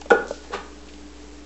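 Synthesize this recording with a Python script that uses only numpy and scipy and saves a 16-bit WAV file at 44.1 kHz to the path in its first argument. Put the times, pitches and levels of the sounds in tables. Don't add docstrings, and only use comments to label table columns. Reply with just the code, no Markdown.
import sys
import numpy as np
from scipy import signal
from scipy.fft import rfft, irfft
from scipy.io import wavfile

SR = 44100
rng = np.random.default_rng(int(sys.argv[2]) if len(sys.argv) > 2 else 0)


def gain_from_db(level_db):
    decades = np.asarray(level_db, float) / 20
    return 10 ** decades


def generate_wav(sig):
    pcm = np.round(np.clip(np.atleast_2d(sig).T, -1, 1) * 32767).astype(np.int16)
    wavfile.write(sys.argv[1], SR, pcm)


N = 63945
RING = 6000


def evened(x):
    return x / np.sqrt(np.mean(x ** 2) + 1e-20)


def read(points, hz):
    f, value = np.transpose(points)
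    return np.interp(np.log(hz + 1), np.log(f + 1), value)


def colour(x, curve_db):
    gain = gain_from_db(read(curve_db, np.fft.rfftfreq(len(x), 1 / SR)))
    return irfft(rfft(x) * gain, len(x))


def add(mix, s, sound):
    part = mix[round(s * SR):][:len(sound)]
    part += sound[:len(part)]


def slow(hz):
    t = np.arange(N) / SR
    return evened(sum(np.sin(2 * np.pi * (f * hz * t + rng.random())) for f in np.geomspace(.1, 1, 10)))


MOTOR_HZ = [59.2, 199, 253, 296.3, 318, 425]
# [level/dB rms, waver/dB]
MOTOR_LINES = [(-47.5, 0.47), (-59.5, 2.5), (-62, 2.5), (-48, 2), (-64.5, 0), (-57.5, 3.5)]
# [centre t/s, width/s, level/dB]
MOTOR_SAG = (0.51, 0.14, -8)
SAGGING_LINE = 3
# [f/Hz, level/dB]
WASH = [(20, -2.5), (40, -9.5), (150, -12.5), (200, -6.5), (430, -2.5), (560, -8), (2000, -19.5),
        (8000, -25.5)]
WASH_DB = -48.5


def motor():
    t = np.arange(N) / SR
    centre_s, width_s, depth_db = MOTOR_SAG
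    sag_db = depth_db * np.exp(-((t - centre_s) / width_s) ** 2)
    hum = np.zeros(N)
    for i, (hz, (db, waver_db)) in enumerate(zip(MOTOR_HZ, MOTOR_LINES)):
        level_db = db + waver_db * slow(12.0) + sag_db * (i == SAGGING_LINE)
        hum += np.sqrt(2) * gain_from_db(level_db) * np.sin(2 * np.pi * (hz * t + rng.random()))
    wash = evened(colour(rng.standard_normal(N), WASH))
    return hum + gain_from_db(WASH_DB + 0.79 * slow(8.0)) * wash


# [f/Hz, t60/s]
ROOM_T60 = [(200, .6), (500, 0.37), (1400, 0.52), (3500, .35), (7000, 0.27)]
ROOM_GAP_S = 0.006


def room(x):
    taps = np.zeros(SR)
    at = np.arange(round(ROOM_GAP_S * SR), SR - 20, 20)
    taps[at + rng.integers(0, 20, len(at))] = rng.choice([-1., 1.], len(at))
    hz, t, z = signal.stft(taps, SR, nperseg=256)
    decay = gain_from_db(-60 * t / read(ROOM_T60, hz)[:, None])
    tail = signal.istft(z * decay, SR, nperseg=256)[1]
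    return signal.fftconvolve(x, tail / np.linalg.norm(tail))[:N]


REGION_DB_PER_OCT2 = -9.5


def shell_ring(modes, region_hz, spread_db):
    t = np.arange(RING) / SR
    ring = np.zeros(RING)
    for hz, db, t60 in modes:
        chance_db = spread_db * rng.standard_normal()
        region_db = REGION_DB_PER_OCT2 * np.log2(hz / region_hz) ** 2
        ring += gain_from_db(db + chance_db + region_db - 60 * t / t60) * np.sin(2 * np.pi * hz * t)
    return ring / np.abs(ring).max()


TICK_HZ, TICK_T60 = 1768, 0.031
DULL_HZ, SPREAD_S = 1719, 0.00069


def knock(modes, level_db, push_ms, tick_db, region_hz):
    t = np.arange(RING) / SR
    push = np.sin(np.pi * np.minimum(t / (push_ms * 1e-3), 1)) ** 2
    ring = shell_ring(modes, region_hz, spread_db=6.5) * (1 - np.exp(-t / SPREAD_S))
    dull = signal.ellip(5, 1, 25, DULL_HZ, fs=SR, output="sos")
    body = signal.sosfilt(dull, signal.fftconvolve(ring, push)[:RING])
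    band = signal.butter(4, [TICK_HZ, 2 * TICK_HZ], "band", fs=SR, output="sos")
    tick = 2.66 * signal.sosfilt(band, rng.standard_normal(RING)) + 0.73 * rng.standard_normal(RING)
    tick *= gain_from_db(tick_db - 60 * t / TICK_T60)
    return gain_from_db(level_db) * (tick - body / np.abs(body).max())


def stroke(s, rise, t60, db):
    t = np.arange(N) / SR
    return np.clip((t - s) / rise, 0, 1) ** 2 * gain_from_db(db - 60 * np.maximum(t - s - rise, 0) / t60)


SLIPS_PER_S, SLIP_SPREAD_DB = 8600, 2


def slips():
    size = gain_from_db(SLIP_SPREAD_DB * np.minimum(rng.exponential(1, N), 4))
    happens = rng.random(N) < SLIPS_PER_S / SR
    return evened(size * rng.choice([-1., 1.], N) * happens)


# [t/s, rise/s, fall t60/s, level/dB, centre f/Hz]
RUSTLES = [
    (0.012, 0.0018, 0.024, -37, 4940),
    (0.271, 0.00058, 0.0097, -36, 5170),
    (.2810, 0.0012, 0.035, -38.5, 5640),
    (0.268, 0.029, .6, -45, 5400),
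    (.3090, 0.0012, .015, -38.5, 5500),
    (0.328, 0.011, .3, -49.5, 4000),
    (0.418, 0.016, 0.22, -58, 5310),
    (.882, 0.0054, 0.1, -44.5, 2690),
    (.933, .005, 0.053, -43, 2900),
]
RUSTLE_OCT = 1
# [t/s, level/dB, push/ms, tick/dB, struck region f/Hz]
NEAR_TAPS = [
    (0.0159, -31, 0.32, -9.5, 960),
    (0.0576, -27.5, 0.74, -17, 570),
    (0.2829, -31.5, 0.93, -27, 440),
    (0.3084, -16.5, .3, -32, 788),
]
# [f/Hz, level/dB, t60/s]
CAMERA = [(284.8, 1.5, .022), (435, -7.5, 0.017), (570, -2, .025), (816, -4.5, 0.021), (1150, -4, .01),
          (1500, -1, .008)]


def handling():
    hz = np.fft.rfftfreq(N, 1 / SR) + 1
    grains, out = slips(), np.zeros(N)
    for s, rise, t60, db, centre_hz in RUSTLES:
        band = np.exp(-(np.log2(hz / centre_hz) / RUSTLE_OCT) ** 2)
        out += 2 * irfft(rfft(grains * stroke(s, rise, t60, db)) * band, N)
    for s, *tap in NEAR_TAPS:
        add(out, s, knock(CAMERA, *tap))
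    return out


# [f/Hz, level/dB, t60/s]
PLATFORM = [(236.4, -13.5, 0.073), (299.4, -18, 0.014), (411.5, -9.5, .035), (470, -2, 0.037),
            (557.3, -6, .04), (681.5, -9, 0.042), (817.7, 0, 0.029), (960, -9.5, 0.021), (1100, -9, 0.03),
            (1184, -2.5, 0.038), (1452, -2, 0.042), (1519, -9.5, .025), (1679, -8.5, .02),
            (3200, -16, 0.005)]
# [t/s, rise/s, fall t60/s, level/dB, share into the platform/0-1]
PEELS = [
    (0.408, 0.035, 0.29, -44, .6),
    (0.508, .033, 0.17, -24.5, 0.63),
]
# [f/Hz, level/dB]
SKIN = [(300, -5), (1500, 1.5), (3300, 2.5), (4200, -2), (5500, -7.5), (7500, -10.5)]


def skin_peel():
    fizz = sum((1 - share) * stroke(*peel) for *peel, share in PEELS)
    push = sum(share * stroke(*peel) for *peel, share in PEELS)
    out = 2 * colour(slips() * fizz, SKIN)
    foot_damping = gain_from_db(-300 * np.arange(RING) / SR)
    for hz in (560, 850, 1500):
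        ring = shell_ring(PLATFORM, hz, spread_db=5.5) * foot_damping
        out += 0.89 * signal.fftconvolve(slips() * push, ring / np.linalg.norm(ring))[:N]
    return out


# [t/s, level/dB, push/ms, tick/dB, struck region f/Hz]
CONTACTS = [
    (.1030, -11, 0.35, -11, 1222),
    (0.1068, -5.5, .3, -19, 1150),
    (0.1097, -7.5, 0.23, -18.5, 961),
    (.1150, -2, .5, -25.5, 480.5),
    (0.1192, -8.5, 0.44, -32.5, 470),
    (0.129, -14.5, 0.44, -20.5, 556),
    (0.1444, -13, 0.4, -34, 511),
    (0.152, -13.5, 0.46, -34, 542),
    (0.5052, -29.5, .8, -34, 462),
]


def foot_slap():
    out = np.zeros(N)
    for s, *contact in CONTACTS:
        add(out, s, knock(PLATFORM, *contact))
    return out


ROOM_DB = -7
RADIATE_HZ = 192.2


def scene():
    background = motor()
    near = handling()
    foot = skin_peel() + foot_slap()
    sound = foot + near + gain_from_db(ROOM_DB) * room(foot + 0.41 * near)
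    radiate = signal.butter(4, RADIATE_HZ, "high", fs=SR, output="sos")
    return (signal.sosfilt(radiate, sound) + background)[None]


def low_pass(x):
    return signal.sosfilt(signal.butter(12, 8870, fs=SR, output="sos"), x)


STORE_HZ, STEP, EDGE_HZ = 16000, 1 / 128, 7950


def record(dry):
    low = np.floor(signal.resample_poly(dry, STORE_HZ, SR, axis=1) / STEP) * STEP
    smooth = signal.firwin(441 * 90 + 1, EDGE_HZ, window=("kaiser", 9), fs=441 * STORE_HZ)
    mix = signal.resample_poly(low, SR, STORE_HZ, axis=1, window=smooth)[:, :N]
    return low_pass(mix)


dry = scene()
out = record(dry)
generate_wav(out)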